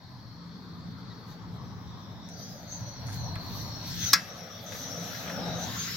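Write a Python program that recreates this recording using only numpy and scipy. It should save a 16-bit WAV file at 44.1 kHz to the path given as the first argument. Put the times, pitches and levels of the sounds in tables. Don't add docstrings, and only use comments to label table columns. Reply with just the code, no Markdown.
import sys
import numpy as np
from scipy import signal
from scipy.io import wavfile
from scipy.ndimage import uniform_filter1d, minimum_filter1d, map_coordinates

SR = 44100
rng = np.random.default_rng(int(sys.argv[2]) if len(sys.argv) > 2 else 0)


def master_out(mix):
    frames = np.transpose(np.atleast_2d(mix))
    ceiling = np.clip(frames, -1, 1)
    pcm = np.round(ceiling * 32767).astype(np.int16)
    wavfile.write(sys.argv[1], SR, pcm)


N = 262911
T = np.arange(N) / SR


def from_db(db):
    return 10 ** (np.asarray(db) / 20)


def rms_one(x):
    return x / np.sqrt(np.mean(np.abs(x) ** 2) + 1e-20)


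def in_time(rows):
    s, *columns = np.transpose(rows)
    return [np.interp(T, s, column) for column in columns]


def at_hz(points, hz):
    table_hz, values = np.transpose(points)
    return np.interp(np.log(hz), np.log(table_hz), values)


def drift(rate):
    return np.interp(T * rate, np.arange(2000), rng.standard_normal(2000)) * np.sqrt(3 / 2)


# pitch_hz, correlation (1 = identical)
LIKENESS = [(40, 0.34), (130, 0.78), (400, 0.92), (800, 0.7), (1500, 0.19), (3000, 0.24), (6000, 0.26),
            (15000, 0.58)]
# pitch_hz, left_minus_right_db
SIDE_LEAN = [(60, -1), (300, -0.5), (700, 1), (1100, 3.5), (1800, 4), (2700, -1), (4000, 0), (5500, 3.5),
             (8000, -3.5), (15000, -0.5)]


def to_stereo(mid, side, hz):
    alike = np.clip(at_hz(LIKENESS, hz), -1, 1)
    sign = np.array([[1], [-1]])
    pair = np.sqrt(1 + alike) * mid + np.sqrt(1 - alike) * side * sign
    return pair * from_db(sign * at_hz(SIDE_LEAN, hz) / 2)


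def coloured_noise(spectrum, flicker_db=None):
    low, high = max(spectrum[0][0], 15), min(spectrum[-1][0], SR * .45)
    edges = np.geomspace(low, high, int(3 * np.log2(high / low)) + 4)
    white, out = rng.standard_normal((2, 2, N)), 0
    for k, band in enumerate(zip(edges, edges[1:])):
        band_filter = signal.butter(2, band, "band", fs=SR, output="sos")
        mid, side = signal.sosfilt(band_filter, white[k % 2])
        hz = np.sqrt(band[0] * band[1])
        flicker = flicker_db * drift(25) if flicker_db else 0
        out = out + to_stereo(mid, side, hz) * from_db(at_hz(spectrum, hz) + flicker)
    return rms_one(out)


def resonant_noise(centre_hz, width_hz):
    white = rng.standard_normal((2, N // 4)) + 1j * rng.standard_normal((2, N // 4))
    swirl = signal.sosfilt(signal.butter(2, 1 / 16, output="sos"), white)
    clock = 16 * np.cumsum(width_hz * np.ones(N)) / SR + 100
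    narrow = np.array([np.interp(clock, np.arange(N // 4), row) for row in swirl])
    carrier = np.exp(2j * np.pi * np.cumsum(centre_hz) / SR)
    mid, side = np.real(narrow * carrier)
    return rms_one(to_stereo(mid, side, np.mean(centre_hz)))


def burst(start, rise, length):
    age = np.maximum(T - start, 0)
    return (1 - np.exp(-age / rise)) * np.exp(-age / length)


def swell(s, length):
    return np.exp(-np.minimum((2 * (T - s) / length) ** 2 / 2, 20))


def together(*gains):
    return np.sqrt(sum(gain ** 2 for gain in gains))


# time_s, nearness_db
NEARNESS = [(0, -7), (1.2, -4), (1.9, -4.5), (2.3, -4.5), (3.1, -0.5), (3.8, 0.5), (4.25, 6.5), (4.9, 3),
            (5.3, 8), (5.55, 6), (5.96, 9)]


def steady(level_db, follows):
    near_db, = in_time(NEARNESS)
    return from_db(level_db + follows * near_db)


# time_s, peak_hz
ECHO_PEAK = [(0, 910), (0.6, 1230), (1.2, 1200), (1.7, 1004), (2.2, 1010), (2.4, 630), (2.85, 817),
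             (3.8, 987), (4.3, 640), (5.6, 720), (5.96, 1490)]


def ground_echo(x, share):
    peak_hz, = in_time(ECHO_PEAK)
    echo = np.array([np.interp(T - 1 / peak_hz, T, side) for side in x])
    return rms_one(x + share * echo)


def near_echo(x):
    share = .3
    late_s = .0045 + .0002 * drift(3)
    echo = np.array([map_coordinates(side, [(T - late_s) * SR], order=3, mode="nearest") for side in x])
    return (x + share * echo) / np.sqrt(1 + share ** 2)


# time_s, extra_left_minus_right_db, left_delay_ms
BEARING = [(0, 1.5, 0.023), (1.2, 1.7, 0.035), (3.2, 0.5, 0.072), (4.1, 1.5, 0.042), (4.8, 0.5, -0.0059),
           (5.96, 2, -0.047)]


def placed(x):
    lean_db, delay_ms = in_time(BEARING)
    left = map_coordinates(x[0], [np.arange(N) - delay_ms * SR / 1000], order=3, mode="nearest")
    return np.array([left * from_db(lean_db / 2), x[1] * from_db(-lean_db / 2)])


# peak_s, length_s, rumble_db, flutter_db
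FLARES = [(0.82, 0.58, -55, -44), (1.687, 0.49, -44.5, -44.5), (2.358, 1, -63, -47),
          (2.812, 0.16, -43.5, -58), (3.21, 0.29, -35, -48.5), (3.577, 0.42, -40, -43.5),
          (3.995, 0.16, -40, -41), (4.963, 0.3, -66, -46.5), (5.423, 0.18, -62, -37),
          (5.63, 0.36, -40.5, -42)]
# pitch_hz, relative_db_per_hz
RUMBLE = [(28, -26), (42, -8.5), (60, -11.5), (75, -5), (92, -0.5), (115, 6), (135, 0), (170, -26)]


def rumble():
    flares = [from_db(db) * swell(s, length) for s, length, db, _ in FLARES]
    gain = together(steady(level_db=-48.5, follows=0.024), *flares)
    return gain * from_db(1.1 * drift(22.02)) * coloured_noise(RUMBLE)


def hum():
    hz = 172.7 + 2.5 * drift(14)
    waver_db = 2.5 * drift(12)
    return from_db(waver_db) * rms_one(np.sin(2 * np.pi * np.cumsum(hz) / SR))


# pitch_hz, relative_db_per_hz
FLUTTER = [(120, -9), (145, -0.5), (180, 5), (220, 0.5), (270, -3.5), (330, -14.5), (420, -12.5)]


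def flutter():
    flares = [from_db(db) * swell(s, length) for s, length, _, db in FLARES]
    gain = together(steady(level_db=-48, follows=0.46), *flares)
    return gain * (from_db(-2.97) * coloured_noise(FLUTTER) + from_db(-5) * hum())


# pitch_hz, relative_db_per_hz
ROAR = [(250, 5.5), (350, -5.5), (500, 2.5), (800, -5), (1100, -4), (1500, -13), (2200, -46)]
# time_s, level_db
ROAR_LEVEL = [(0, -57), (1.5, -51), (2.4, -52), (2.7, -52.5), (3.35, -45.5), (3.85, -47.5), (4.0, -55.5),
              (4.3, -44.5), (5.2, -45.5), (5.5, -37.5), (5.7, -43), (5.85, -50.5)]


def roar():
    level_db, = in_time(ROAR_LEVEL)
    return from_db(level_db) * ground_echo(coloured_noise(ROAR, flicker_db=2.5), share=.55)


# pitch_hz, relative_db_per_hz
RUSH = [(900, -39), (1350, -1), (1800, 2), (2300, -3), (2900, -4), (3800, -2), (5000, -44)]


def rush(spray_gain):
    bright = coloured_noise(RUSH, flicker_db=2.0)
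    treble_cut = signal.butter(3, 2000, fs=SR, output="sos")
    dull = rms_one(signal.sosfilt(treble_cut, coloured_noise(RUSH)))
    gain = together(steady(level_db=-55, follows=1.3), from_db(-3) * spray_gain)
    brightness = np.clip((20 * np.log10(gain) + 62.0) / 11, 0, 1)
    return near_echo(gain * (np.sqrt(brightness) * bright + np.sqrt(1 - brightness) * dull))


def flame(spray_gain):
    return rumble() + flutter() + roar() + rush(spray_gain)


# pitch_hz, relative_db_per_hz
HISS = [(3100, 3), (3500, 10), (3900, 9), (4500, 7), (5300, 5), (6300, -41), (7300, -35), (9000, -13)]


def hiss(spray_gain):
    low_cut = signal.butter(6, 3200, "high", fs=SR, output="sos")
    noise = signal.sosfilt(low_cut, coloured_noise(HISS, flicker_db=1.8))
    gain = together(steady(level_db=-56, follows=0.8), from_db(3.5) * spray_gain)
    return gain * ground_echo(noise, share=0.27)


# start_s, end_s, pitch_hz, level_db, width_hz
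HELD_TONES = [(0, 1.352, 4370, -59, 420.1), (1.85, 2.352, 3640, -59.5, 398.8),
              (2.362, 2.47, 4737, -50.5, 801), (2.471, 2.56, 5110, -50, 601.7),
              (2.62, 2.83, 4420, -53, 550), (2.83, 3.154, 4270, -51, 381), (3.131, 4.05, 4292, -47, 383.6),
              (4.503, 4.775, 3500, -49.5, 317.4), (5.43, 5.6, 3837, -44.5, 259.3),
              (5.87, 6.05, 5300, -40, 449)]
HELD_FADE_S = 0.11


def held_tones():
    gains = []
    for start, end, _, db, _ in HELD_TONES:
        fade = .5 + np.minimum(T - start, end - T) / HELD_FADE_S
        gains.append(from_db(db) * np.clip(fade, 1e-6, 1))
    gain = together(*gains)
    power_shares = (np.array(gains) / gain) ** 2
    _, _, hz, _, width_hz = np.transpose(HELD_TONES) @ power_shares
    return gain * resonant_noise(hz + 40 * drift(18), width_hz)


# pitch_hz, relative_db_per_hz
SIZZLE = [(6000, 18), (7400, 7.5), (8600, -9), (9800, -2), (11300, 5.5), (13000, 16.5), (16000, 11)]


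def sizzle(spray_gain):
    gain = together(steady(level_db=-63.5, follows=1.46), spray_gain) * from_db(0.46 * drift(45))
    return gain * coloured_noise(SIZZLE, flicker_db=2.4)


# time_s, pitch_hz, level_db
WHISTLE = [(1.2, 5600, -74), (1.8, 5670, -65), (2.21, 5470, -60), (2.42, 6060, -48), (2.66, 6140, -61),
           (2.72, 6330, -41), (2.84, 5950, -50), (2.9, 6100, -46), (2.99, 5610, -55.5), (3.2, 6120, -54),
           (3.27, 5800, -42), (3.35, 5620, -62), (3.48, 5700, -56), (3.62, 5800, -45), (3.72, 5600, -49.5),
           (3.96, 5650, -47.5), (4.02, 6150, -36), (4.11, 5780, -31.5), (4.19, 5620, -49),
           (4.286, 5780, -41.5), (4.58, 5640, -48), (4.634, 5810, -61), (4.67, 6050, -47.5),
           (4.816, 5860, -41.5), (4.928, 5750, -44), (5.25, 5860, -47.5), (5.424, 5360, -43),
           (5.524, 5900, -50.5), (5.64, 6160, -40), (5.72, 6150, -63), (5.8, 6350, -34.5),
           (5.87, 6200, -42.5), (5.96, 6250, -62)]
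# time_s, left_minus_right_db
WHISTLE_LEAN = [(0, -3), (3.2, 0), (4.1, 1), (4.4, 2.5), (5.0, 4), (5.5, 2), (5.96, -6)]


def whistle(spray_gain):
    hz, db = in_time(WHISTLE)
    lean_db, = in_time(WHISTLE_LEAN)
    scatter_hz = 70
    main = resonant_noise(hz + scatter_hz * drift(55), width_hz=430)
    main = from_db(db + 2 * drift(25)) * main
    upper = resonant_noise(1.1 * hz + scatter_hz * drift(30), width_hz=420)
    upper = from_db(-5) * spray_gain * upper
    return (main + upper) * from_db(lean_db * np.array([[.5], [-.5]]))


# peak_s, length_s, level_db (before each layer takes its share)
SPURTS = [(1.312, 0.066, -64), (2.47, 0.22, -61), (2.736, 0.16, -62), (3.15, 0.057, -54.5),
          (3.593, 0.24, -54), (3.93, 0.15, -47.5), (4.025, 0.069, -43.5), (4.087, 0.1, -42),
          (4.3, 0.048, -56), (4.376, 0.045, -53), (4.787, 0.22, -50.5), (5.085, 0.25, -52.5),
          (5.22, 0.076, -54), (5.642, 0.13, -52), (5.83, 0.31, -44.5)]


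def spray():
    return together(*(from_db(db) * swell(s, length) for s, length, db in SPURTS))


def gas_jet(spray_gain):
    return near_echo(hiss(spray_gain) + held_tones() + whistle(spray_gain)) + sizzle(spray_gain)


def squeak():
    phase = 2 * np.pi * np.cumsum(1920 + 14 * drift(150)) / SR
    envelope = np.exp(-((T - 1.118) / .016) ** 2)
    return from_db(-56) * envelope * (np.sin(phase) + from_db(4) * np.sin(2 * phase))


# pitch_hz, relative_db_per_hz
SCUFF = [(700, -31), (1800, 10), (3500, -23), (6000, 12.5), (8000, -7), (11000, 8.5), (15500, -40)]
# start_s, level_db, length_s, dull_above_hz
SCUFFS = [(2.285, -48, 0.013, 8930), (3.062, -47, 0.052, 12000), (3.12, -48, 0.023, 13900),
          (4.707, -38.5, 0.085, 10830), (4.99, -45, 0.077, 13930), (5.782, -39.5, 0.047, 11850)]


def handling():
    grains_db = 4.5 * drift(450)
    grit, out = rms_one(coloured_noise(SCUFF) * from_db(grains_db)), 0
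    for s, db, length, dull_hz in SCUFFS:
        treble_cut = signal.butter(2, min(dull_hz, SR / 2 - 1000), fs=SR, output="sos")
        scuff = grit * burst(s, rise=length / 5, length=length)
        out = out + from_db(db) * signal.sosfilt(treble_cut, scuff)
    return out


def ring(force, hz, t60):
    pole = from_db(-60 / (t60 * SR)) * np.exp(2j * np.pi * hz / SR)
    return signal.lfilter([1], [1, -pole], force)


# pitch_hz, relative_db, fade_60_db_s
METAL = [(1045, -30.5, 0.025), (1235, -23.8, 0.025), (1338, -23.8, 0.14), (1490, -31.4, 0.07),
         (1600, -27.2, 0.17), (1637, -35, 0.36), (1672, -22.8, 0.06), (1745, -28.9, 0.15),
         (1925, -29.5, 0.07), (2085, -28.6, 0.12), (2230, -30.9, 0.16), (2490, -29.6, 0.07),
         (2643, -36, 0.48), (3380, -33, 0.06), (3490, -27.9, 0.06), (3920, -28.4, 0.04),
         (4050, -32.0, 0.14), (4230, -25.3, 0.045), (4520, -28.4, 0.08), (4600, -25.1, 0.05),
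         (4700, -33, 0.3), (4912, -20.7, 0.055), (5015, -34, 0.25), (5055, -24.5, 0.05),
         (5203, -21.1, 0.09), (5330, -21.2, 0.055), (5518, -28.3, 0.15), (5577, -35, 0.45),
         (5740, -25.9, 0.07), (5895, -22.8, 0.05), (6150, -29.0, 0.04), (6555, -31, 0.06),
         (6830, -31.5, 0.05), (7680, -29.3, 0.03)]


def metal(contact, start):
    span = slice(int(start * SR), int(start * SR) + SR // 2)
    side = np.array([[.5], [-.5]])
    force, out = (contact * rng.standard_normal(N))[span], np.zeros((2, N))
    for k, (hz, db, t60) in enumerate(METAL):
        mode = ring(force, hz, t60)
        mode = (-1) ** k * mode * np.sqrt(2 * .01 * SR / np.sum(np.abs(mode) ** 2))
        turn = np.exp(1j * side * rng.normal(0, 0.5))
        out[:, span] += from_db(db + side * at_hz(SIDE_LEAN, hz)) * np.imag(mode * turn)
    return out


# start_s, level_db, loudest_near_hz, length_s
TICKS = [(3.083, -41, 1400, .005), (3.355, -36.5, 2500, .0028), (3.357, -40, 900, .004),
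         (4.721, -37.5, 2500, .006), (4.747, -41.5, 2100, .008), (5.147, -39.5, 2000, .005),
         (5.275, -38.5, 1900, .007), (5.296, -36, 1900, .006)]


def ticks():
    grit, out = coloured_noise([(700, 2), (4000, -10), (15000, 12)]), 0
    for s, db, hz, length in TICKS:
        contact = burst(s, rise=length / 4, length=length)
        rung = metal(contact, s)
        knock = contact * grit + from_db(-13) * rung / np.abs(rung).max()
        colour = signal.butter(2, [hz / 1.7, hz * 1.4], "band", fs=SR, output="sos")
        knock = signal.sosfilt(colour, knock)
        out = out + from_db(db) * knock * np.sqrt(2 * length * SR / np.sum(knock ** 2))
    return out


# start_s, relative_db
CLACK = [(4.1298, -18), (4.1319, -6), (4.1339, -10), (4.1359, -10.5), (4.1452, -23), (4.1552, -27)]
# pitch_hz, relative_db_per_hz
CRACK = [(250, 2), (600, -23), (900, -9.5), (1200, 6), (1700, -7), (2500, -10), (3000, -31), (3900, -3),
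         (5200, 10), (6200, -14), (7300, -6), (9800, -12.5), (13500, -2), (16000, -11)]
# pitch_hz, relative_db_per_hz
CLACK_TAIL = [(500, -21), (1000, 1), (1400, 6), (2000, 9), (2700, -17), (3000, -6), (4200, -3), (5400, 3),
              (7000, -17), (9000, -21), (15000, -16)]


def clack():
    blow_s = CLACK[1][0]
    contact = sum(from_db(db) * burst(s, rise=.0004, length=.0019) for s, db in CLACK)
    scatter = from_db(-21) * burst(blow_s, rise=0.0026, length=.011)
    crack = from_db(-3) * (contact + scatter) * coloured_noise(CRACK)
    ringing = from_db(-0.5) * metal(contact, CLACK[0][0])
    tail = from_db(-22.5) * burst(blow_s, rise=0.0036, length=0.038) * coloured_noise(CLACK_TAIL)
    thin = signal.butter(4, 850, "high", fs=SR, output="sos")
    return crack + signal.sosfilt(thin, ringing + tail)


DUCK_ABOVE_DB, DUCK_MOST_DB = -26, 4.5
DUCK_ATTACK_S, DUCK_HOLD_S, DUCK_RELEASE_DB_PER_S = 0.067, 0.46, 42


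def gain_control(x):
    power = uniform_filter1d(np.mean(x ** 2, axis=0), size=256)
    level_db = 10 * np.log10(np.abs(power) + 1e-12)
    over_db = np.clip(level_db - DUCK_ABOVE_DB, 0, DUCK_MOST_DB)
    hold = int(DUCK_HOLD_S * SR / 2)
    held_db = -minimum_filter1d(-over_db, 2 * hold + 1, origin=hold, mode="constant")
    fall_db = DUCK_RELEASE_DB_PER_S * T
    duck_db = np.maximum.accumulate(held_db + fall_db) - fall_db
    keep = np.exp(-1 / (DUCK_ATTACK_S * SR))
    return x * from_db(-signal.lfilter([1 - keep], [1, -keep], duck_db))


def scene():
    spray_gain = spray()
    burner = flame(spray_gain) + gas_jet(spray_gain)
    return placed(burner + squeak() + handling() + ticks()) + clack()


def record(dry):
    bass_cut = signal.butter(3, 32, "high", fs=SR, output="sos")
    rounded = np.tanh(gain_control(signal.sosfilt(bass_cut, dry)))
    top_cut = signal.ellip(12, .1, 80, 16000, fs=SR, output="sos")
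    return signal.sosfilt(top_cut, rounded)


dry = scene()
out = record(dry)
master_out(out)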